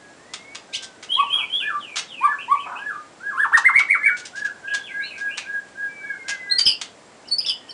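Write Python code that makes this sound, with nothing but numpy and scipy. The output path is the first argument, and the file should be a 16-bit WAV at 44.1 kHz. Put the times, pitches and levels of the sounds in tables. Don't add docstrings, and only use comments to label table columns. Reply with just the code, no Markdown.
import sys
import numpy as np
from scipy import signal
from scipy.fft import rfft, irfft, next_fast_len
from scipy.io import wavfile
from scipy.ndimage import uniform_filter1d, minimum_filter1d, map_coordinates

SR = 44100
rng = np.random.default_rng(int(sys.argv[2]) if len(sys.argv) > 2 else 0)


def transcribe(signal):
    frames = np.atleast_2d(signal).T
    limited = np.clip(frames, -1, 1)
    pcm = np.round(limited * 32767).astype(np.int16)
    wavfile.write(sys.argv[1], SR, pcm)


N = 340893
HUM_DB = -48.5
BAND_LIMIT_HZ = 10350
DIP_KNOTS_PER_S = 85

# (frequency [Hz], relative level [dB])
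HUM_SPECTRUM = [(12, -34), (20, -29), (101, -7.5), (312, -1.5), (374, -2.5), (632, -2.5), (985, -6),
                (1120, -7), (1280, -9), (1940, -10), (2950, -15.5), (7780, -19), (10400, -26),
                (13500, -68.5), (22000, -120)]
# (centre [Hz], width [Hz], level [dB])
WHINE_BAND = (7575, 40, -68)
# (time [s], pitch [Hz], level [dB])
FAR_GLIDES = [
    [(0, 1655, -53), (.06, 1660, -55), (.13, 1660, -63)],
    [(.17, 1720, -63), (.2, 1780, -57), (.275, 1920, -57), (.35, 2075, -53), (.405, 2135, -49),
     (.46, 2190, -49), (.56, 2280, -48)],
    [(.68, 1580, -58), (.75, 1590, -52), (.815, 1570, -51), (.88, 1540, -51), (.96, 1500, -60)],
    [(5.88, 2330, -50), (6, 2310, -40), (6.075, 2260, -42), (6.15, 2165, -43), (6.3, 2080, -41),
     (6.45, 2015, -42), (6.525, 1980, -33), (6.595, 1950, -42)],
    [(7.57, 1900, -63), (7.645, 1865, -57), (7.75, 1820, -57)],
]
# (time [s], level before a common +10 dB [dB], rise [s], hold [s], gain up to 2.5 kHz [dB])
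CHACK_CALLS = [(0.337, -30.5, 0.0018, 0.0046, -6.5), (0.5485, -37.5, 0.0021, 0.0074, -2),
               (0.823, -37.5, 0.0035, 0.021, -11), (1.026, -42.5, 0.005, 0.017, -3.5),
               (1.9582, -28.5, 0.0024, 0.035, -7), (3.574, -25.5, 0.0019, 0.00715, -8),
               (3.791, -30.5, 0.0022, 0.0046, 2), (4.165, -41, 0.0057, 0.035, -10),
               (4.2525, -37.5, 0.0028, 0.015, -11), (4.356, -44, 0.0032, 0.042, -8.5),
               (4.446, -44, 0.0045, 0.018, -4), (4.7377, -29.5, 0.0021, 0.016, -5),
               (5.178, -48.5, 0.0028, 0.042, -6), (5.3727, -33.5, 0.0039, 0.013, -2),
               (5.68, -56.5, 0.004, 0.0086, -10.5), (6.282, -30, 0.0039, 0.021, -5.5),
               (6.5882, -26.5, 0.0035, 0.0112, -10), (6.814, -29.5, 0.0026, 0.0056, -5)]
# (frequency [Hz], gain [dB])
RASP_COLOUR = [(350, -50), (600, -15), (1580, -4.5), (1840, -6.5), (2070, -5), (2510, -3.5), (3850, -6),
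               (4140, -9.5), (6590, -11), (9540, -22), (10400, -36), (13500, -84.5), (22000, -120)]
# (time [s], fundamental [Hz], level before summing overtones [dB])
SQUEAK_GLIDE = [(.722, 1074, -61.5), (0.738, 1307, -29), (0.753, 1522, -26.5), (.768, 1920, -34.5),
                (.778, 2064, -46)]
# (time [s], length [s], low [Hz], high [Hz], mean sweep rate [1/s], level before puffs [dB])
TRILL_RUNS = [(1.333, 0.11, 631, 1660, 54, -41), (2.656, 0.14, 578, 1750, 39, -36.5),
              (4.67, 0.064, 2390, 3200, 63, -40.5)]
# (overtone frequency [Hz], gain [dB])
BEAK_GAIN = [(1500, -32), (2300, -29), (3500, -37), (4600, -46), (5500, -52), (7000, -50), (8600, -34),
             (10500, -33)]
# (pitch [Hz], depth [dB])
NEAR_FLUTTER = [(1000, -0.5), (2300, 3.5), (4200, 5)]
# (frequency [Hz], t60 [s])
YARD_DECAY = [(800, 0.33), (2500, 0.33), (5000, 0.26), (10000, 0.13)]
# (delay [s], level before each source's wall level [dB])
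WALL_ECHOES = [(.004, -0.5), (.011, -2.5), (.019, -5), (.03, -13.5), (.043, -12.5)]

# place [-1 start, 0 turn, 1 end], share of the way from turn to end pitch [0-1],
#           level [dB]
HOOK_NOTES = [(1.155, 0.065, 0.073, 2916, 3330, 2480, -29, -8),
              (1.155, 0.035, 0.04, 3450, 4000, 3270, -49.5, 4),
              (1.371, 0.075, 0.078, 3027, 3314, 2260, -28, -13),
              (1.587, 0.09, 0.061, 3010, 3440, 2380, -31.5, -4),
              (4.85, 0.064, 0.082, 3335, 3420, 2020, -47.5, 4.5),
              (5.066, 0.047, 0.014, 3730, 4320, 3370, -42.5, -23)]
HOOK_SHAPE = ([-1, -.55, -.25, 0, .15, .4, .65, 1], [1, .35, .07, 0, .2, .72, .93, 1], [-5, 2, 0, -2, 0, 2,
              -1, -2])
SLIDE_NOTES = [(1.235, 0.0091, 0.23, 3140, 3140, 2250, -42, -13),
               (1.795, 0.0062, 0.15, 4100, 3785, 2275, -47.5, 2.5),
               (2.082, 0.0064, 0.18, 3870, 3781, 2286, -46.5, 6)]
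SLIDE_SHAPE = ([-1, 0, .15, .35, .6, 1], [1, 0, .4, .68, .88, 1], [-6, -2, 0, 0, 0, -3])
HUMP_NOTES = [(2.43, .048, 0.033, 2414, 3200, 2540, -46, -8),
              (2.615, 0.066, 0.054, 2250, 3130, 2300, -49.5, 0),
              (2.79, 0.037, 0.038, 2420, 3180, 2430, -50.5, -5),
              (5.08, .085, .115, 2060, 3010, 2260, -48.5, -3),
              (5.35, 0.071, 0.11, 2353, 3030, 2300, -47.5, -6.5)]
HUMP_SHAPE = ([-1, -.7, -.35, 0, .2, .4, .65, 1], [1, .8, .3, 0, .3, .75, .93, 1], [4, 9, 3, -3, 1, 5, 3,
              0])
HOOT_NOTES = [(1.203, 0.039, 0.036, 924, 1150, 864, -13.5, -14),
              (2.252, 0.045, 0.033, 870, 1181, 924, -12.5, -11),
              (2.525, .045, 0.033, 910, 1151, 914, -11.5, -15.5)]
HOOT_SHAPE = ([-1, -.55, -.25, 0, .3, .65, 1], [1, .5, .18, 0, .1, .4, 1], [-22, -10, -7, 0, -1, -2, 0])
ARCH_NOTES = [(3.423, 0.071, 0.042, 982, 1772, 817.5, -13.5, 1.5),
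              (3.55, 0.033, 0.036, 766, 1895, 772, -7.5, -5),
              (3.665, 0.025, 0.04, 1416, 2126, 891, -6, -6.5),
              (3.774, 0.044, .041, 1457, 2274, 987, -6, -14), (3.916, .03, .05, 1813, 2270, 1088, -9, -6.5),
              (4.066, .037, 0.037, 2012, 2294, 1350, -9.5, -3)]
ARCH_SHAPE = ([-1, -.75, -.5, -.25, 0, .25, .5, .75, 1], [1, .7, .35, .09, 0, .08, .36, .7, 1], [-24, -16,
              -10, -4, 0, -3, -9, -7, -11])
CHIRP_NOTES = [(6.522, .026, 0.021, 3730, 4246, 4240, -10, -18.5),
               (6.588, 0.0074, .04, 4990, 4730, 4584, -8, -19.5),
               (6.59, .006, 0.051, 3090, 3150, 2995, -32.5, -2.5),
               (6.656, .006, 0.068, 5140, 5210, 4610, -19.5, -9),
               (6.666, .008, .074, 3290, 3153, 2727, -18.5, -12),
               (7.318, 0.0099, 0.026, 4280, 4452, 4500, -22, 0.5),
               (7.39, .008, 0.025, 5180, 4930, 4430, -12.5, -21),
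               (7.434, .006, .018, 5010, 4800, 4800, -35, 8),
               (7.464, 0.0066, 0.047, 5420, 5320, 4885, -26, 4.5)]
CHIRP_SHAPE = ([-1, -.5, 0, .2, .45, .7, 1], [1, .3, 0, .2, .5, .75, 1], [-24, -8, 0, -1, -4, -1, -3])
LEAP_NOTES = [(7.278, 0.039, 0.017, 2520, 3040, 2800, -47, -10),
              (7.279, 0.0084, .019, 4930, 5610, 3720, -40.5, -1),
              (7.4, .013, .024, 4100, 2380, 3750, -47, 2),
              (7.468, 0.026, 0.0542, 2185, 3577, 2900, -29.5, 7),
              (7.694, 0.017, .026, 2224, 3140, 2900, -39, -19),
              (7.699, .02, 0.017, 4400, 5480, 4130, -39.5, 2)]
LEAP_SHAPE = ([-1, -.6, -.3, 0, .3, .6, 1], [1, .4, .08, 0, .15, .6, 1], [-16, -12, -6, 0, -2, 0, -3])
SWOOP_NOTES = [(1.675, 0.073, 0.096, 1365, 1739, 1163, -27.5, -1.5),
               (2.315, 0.096, 0.065, 1415, 1734, 1104, -26, -14),
               (2.885, 0.12, 0.077, 1454, 1707, 1210, -29.5, 0.5),
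               (3.292, .092, 0.083, 1336, 1663, 1035, -28.5, -9),
               (4.045, 0.062, 0.1, 1596, 1755, 1456, -24, -4.5)]
SWOOP_SHAPE = ([-1, -.75, -.5, -.2, 0, .12, .3, .55, 1], [1, .5, .15, .02, 0, .1, .6, .97, 1], [-18, -12,
               -8, -3, 0, 0, -3, -3, -1])
COO_NOTES = [(4.415, 0.087, 0.083, 1426, 1699, 1330, -29.5, 0.0043),
             (4.715, 0.094, 0.081, 1520, 1654, 1547, -29, 0),
             (4.98, 0.097, 0.064, 1510, 1652, 1550, -31, 0),
             (5.25, 0.093, 0.067, 1533, 1655, 1514, -30, 0.004),
             (5.53, 0.091, 0.092, 1490, 1662, 1530, -32, 0.017),
             (5.82, 0.076, .08, 1515, 1650, 1604, -32.5, 0), (6.08, .08, .08, 1517, 1679, 1378, -34, 0),
             (6.31, 0.076, 0.05, 1500, 1640, 1440, -34.5, 0.006),
             (6.51, 0.09, 0.041, 1570, 1644, 1340, -37.5, 0)]
COO_SHAPE = ([-1, -.6, -.3, 0, .35, .65, 1], [1, .3, .08, 0, .08, .35, 1], [-16, -6, -4, -1, 4, -4, -15])


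def amp(db):
    return 10 ** (np.asarray(db) / 20)


def unit(x):
    return x / np.sqrt(np.mean(x ** 2) + 1e-20)


def along(points, hz):
    f, v = np.transpose(points)
    return np.interp(np.log(hz + 1), np.log(f + 1), v)


def filtered(x, response):
    m = next_fast_len(len(x) + 8192)
    return irfft(rfft(x, m) * response(np.fft.rfftfreq(m, 1 / SR)), m)[:len(x)]


def wobble(n, knots_per_s):
    knots = rng.standard_normal(int(n * knots_per_s / SR) + 4)
    return map_coordinates(knots, [np.arange(n) * knots_per_s / SR])


def add(track, s, sound):
    part = track[max(round(s * SR), 0):][:len(sound)]
    part += sound[:len(part)]


def background():
    hum = unit(filtered(rng.standard_normal(N), lambda hz: amp(along(HUM_SPECTRUM, hz))))
    centre_hz, width_hz, whine_db = WHINE_BAND
    whine = filtered(rng.standard_normal(N), lambda hz: np.exp(-((hz - centre_hz) / width_hz) ** 2))
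    return amp(HUM_DB + 0.12 * wobble(N, 1.6)) * hum + amp(whine_db) * unit(whine)


def syrinx(hz, overtones_db):
    phase = 2 * np.pi * (np.cumsum(hz) / SR + rng.random())
    tone = np.sin(phase)
    for k in range(2, 9):
        fuzz_db = (0.83 * k + hz / 2500) * wobble(len(hz), 640) - 2.46 * k
        gain = amp(overtones_db + along(BEAK_GAIN, k * hz) + fuzz_db)
        tone += gain * np.sin(k * phase) * (k * hz < SR / 2)
    return np.sqrt(2) * tone


def buzz(n, depth):
    rate_hz = 115 * (1 + 0.26 * wobble(n, 79.0))
    pulses = np.cos(2 * np.pi * (np.cumsum(rate_hz) / SR + rng.random()))
    return (1 + depth * pulses) * (1 + 0.73 * depth * wobble(n, 1082))


def duet_depth(notes, duet_buzz):
    voices = np.zeros(N + SR)
    for note in notes:
        start_s, end_s = note[0][0], note[-1][0]
        strong = max(db for *_, db in note) > -27
        add(voices, start_s, np.full(round((end_s - start_s) * SR), strong))
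    return duet_buzz * uniform_filter1d(1.0 * (voices > 1), size=300)


def song(notes, overtones_db, breath_db, waver, flutter, overhang_s, smooth_samples, duet_buzz, dip_depth_db):
    out, air = np.zeros(N), np.zeros(N + SR)
    duet = duet_depth(notes, duet_buzz)
    for note in notes:
        s, hz, db = np.transpose(note)
        t = np.arange(s[0] - overhang_s, s[-1] + overhang_s, 1 / SR)
        n = len(t)
        pitch_hz = uniform_filter1d(np.interp(t, s, hz), size=300, mode="nearest")
        level_db = uniform_filter1d(np.interp(t, s, db), size=smooth_samples, mode="nearest")
        dips = np.clip(wobble(n, DIP_KNOTS_PER_S), 0, 2) ** 2
        dip_db = -dip_depth_db * dips * np.clip((level_db.max() - level_db) / 8, .2, 1)
        fade = np.clip(np.minimum(t - t[0], t[-1] - t) / (2 * overhang_s), 0, 1) ** 2
        rough = np.clip(duet[max(round(t[0] * SR), 0):][:n], 0, 1)
        flutter_db = along(flutter, pitch_hz) * wobble(n, 233.8)
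        strength = amp(dip_db) * fade * amp(level_db + flutter_db) * buzz(n, rough)
        shine_db = overtones_db - 0.21 * (level_db - 14)
        wavering_hz = pitch_hz * (1 + waver * (1 + 2 * rough) * wobble(n, 309.2))
        add(out, t[0], strength * syrinx(wavering_hz, shine_db))
        puff = (pitch_hz / 3000) ** 1.5 * (1 + 6 * rough) * rng.standard_normal(n)
        add(air, t[0], strength * puff)
    return out + amp(breath_db) * filtered(air[:N], lambda hz: amp(along(RASP_COLOUR, hz)))


def arcs(rows, shape):
    place, share, swell_db = np.array(shape)
    after = place > 0
    curves = []
    for turn_s, rise_s, fall_s, first_hz, turn_hz, last_hz, db, change_db in rows:
        s = turn_s + place * np.where(after, fall_s, rise_s)
        hz = turn_hz - share * (turn_hz - np.where(after, last_hz, first_hz))
        curves.append(np.transpose([s, hz, db + swell_db + change_db * place * after]))
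    return curves


def far_whistle():
    return song(FAR_GLIDES, -8, breath_db=-41, waver=.0015, flutter=[(2000, 0.94)],
                overhang_s=.01, smooth_samples=2000, duet_buzz=0, dip_depth_db=0)


def chacks():
    out, t = np.zeros(N), np.arange(SR // 8) / SR
    scale = np.sqrt(np.mean(amp(along(RASP_COLOUR, np.arange(100, 10000, 100))) ** 2))
    for s, db, rise_s, hold_s, low_db in CHACK_CALLS:
        spiky = unit(rng.standard_normal(len(t)) * amp(3.7 * wobble(len(t), 893)))
        tilt = [(2500, low_db), (5000, 0.022)]
        coloured = filtered(spiky, lambda hz: amp(along(RASP_COLOUR, hz) + along(tilt, hz))) / scale
        rise = np.clip(t / rise_s, 0, 1) ** 2
        decay = amp(-60 * np.clip(t - rise_s - hold_s, 0, None) / 0.055)
        add(out, s - .002, amp(db + 10.0) * rise * decay * coloured)
    return out


def squeak():
    s, hz, db = np.transpose(SQUEAK_GLIDE)
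    t = np.arange(s[0], s[-1], 1 / SR)
    phase = 2 * np.pi * np.cumsum(np.interp(t, s, hz) * (1 + 0.02 * wobble(len(t), 426))) / SR
    tone = np.zeros(len(t))
    for k, overtone_db in enumerate([0, -1.5, -9, -15, -16, -17], start=2):
        tone += amp(overtone_db + 3 * wobble(len(t), 280)) * np.sin(k * phase)
    noise = rng.standard_normal(len(t))
    rasp = unit(filtered(noise, lambda f: amp(along(RASP_COLOUR, f)) * (f > 2000)))
    out = np.zeros(N)
    add(out, s[0], amp(np.interp(t, s, db)) * (tone + .5 * rasp))
    return out


def high_bird():
    clear = song(arcs(HOOK_NOTES, HOOK_SHAPE) + arcs(SLIDE_NOTES, SLIDE_SHAPE), 0.73,
                 breath_db=-20.5, waver=0.012, flutter=[(3000, 2.2)],
                 overhang_s=.006, smooth_samples=300, duet_buzz=0, dip_depth_db=5.5)
    hoarse = song(arcs(HUMP_NOTES, HUMP_SHAPE), 0, breath_db=-22, waver=.045, flutter=[(3000, 3)],
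                  overhang_s=.006, smooth_samples=300, duet_buzz=0, dip_depth_db=5)
    return clear + hoarse


def two_voices(x, coupling_db):
    size = np.sqrt(np.abs(uniform_filter1d(x ** 2, size=200)) + 1e-8)
    mixed = filtered(x ** 2 / size, lambda hz: np.clip((hz - 5000) / 2500, 0, 1))
    return x + amp(coupling_db) * mixed


def caged_bird():
    notes = arcs(HOOT_NOTES, HOOT_SHAPE) + arcs(ARCH_NOTES, ARCH_SHAPE)
    notes += arcs(CHIRP_NOTES, CHIRP_SHAPE) + arcs(LEAP_NOTES, LEAP_SHAPE)
    whistles = song(notes, 4, breath_db=-33, waver=.004, flutter=NEAR_FLUTTER,
                    overhang_s=.002, smooth_samples=200, duet_buzz=.75, dip_depth_db=5)
    return two_voices(whistles, coupling_db=-20.5)


def trills():
    out = np.zeros(N)
    for s, length_s, low_hz, high_hz, sweeps_per_s, db in TRILL_RUNS:
        t = np.arange(0, length_s, 1 / SR)
        n, span_hz = len(t), high_hz - low_hz
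        turn = (t * sweeps_per_s + 0.184 * wobble(n, 30)) % 1
        hz = (low_hz + span_hz * turn) * (1 + 0.0762 * wobble(n, 360.0))
        band = lambda f: np.exp(-((2 * f - low_hz - high_hz) / span_hz) ** 2)
        air = unit(filtered(rng.standard_normal(n), band))
        edges = np.clip(np.minimum(t + 0.0084, length_s - t) / 0.016, 0, 1)
        puffs = np.sin(np.pi * turn) ** 2 * edges
        add(out, s, amp(db + 2 * wobble(n, 60)) * puffs * (.85 * syrinx(hz, 3) + .45 * air))
    return out


def mellow_bird():
    return song(arcs(SWOOP_NOTES, SWOOP_SHAPE) + arcs(COO_NOTES, COO_SHAPE), -3.8,
                breath_db=-37.5, waver=0.0074, flutter=[(1600, 0.81)],
                overhang_s=.008, smooth_samples=900, duet_buzz=0, dip_depth_db=4.5)


def yard(x, walls_db, tail_db):
    hz, t, z = signal.stft(rng.standard_normal(SR * 2 // 3), SR, nperseg=256)
    decay = amp(-60 * t / along(YARD_DECAY, hz)[:, None])
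    tail = signal.istft(z * decay, SR, nperseg=256)[1]
    tail *= np.clip(np.arange(len(tail)) / SR / 0.018, 0, 1)
    answer = amp(tail_db) * tail / np.linalg.norm(tail)
    answer[0] = 1
    for delay_s, db in WALL_ECHOES:
        answer[round(delay_s * SR)] += amp(db + walls_db) * rng.choice([-1, 1])
    return signal.fftconvolve(x, answer)[:N]


def scene():
    birds = yard(far_whistle(), walls_db=-9, tail_db=-11)
    birds += yard(chacks() + squeak(), walls_db=-8.5, tail_db=-10.5)
    birds += yard(high_bird() + trills(), walls_db=4.0, tail_db=-2.0)
    birds += yard(caged_bird(), walls_db=-5, tail_db=-12)
    birds += yard(mellow_bird(), walls_db=-4.5, tail_db=-4.5)
    return (background() + birds)[None]


def record(dry):
    envelope = np.abs(signal.hilbert(dry[0], next_fast_len(N))[:N])
    needed = np.minimum(1, 0.67 / (envelope + 1e-9))
    gain = uniform_filter1d(minimum_filter1d(needed, size=90), size=20)
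    jolts = 0.24 * np.diff(1 - gain, prepend=0).clip(0)
    thump = signal.lfilter([1], [1, -np.exp(-1 / (0.00061 * SR))], jolts)
    return filtered(gain * dry[0] + thump, lambda hz: np.clip((BAND_LIMIT_HZ - hz) / 350, 0, 1))[None]


dry = scene()
out = record(dry)
transcribe(out)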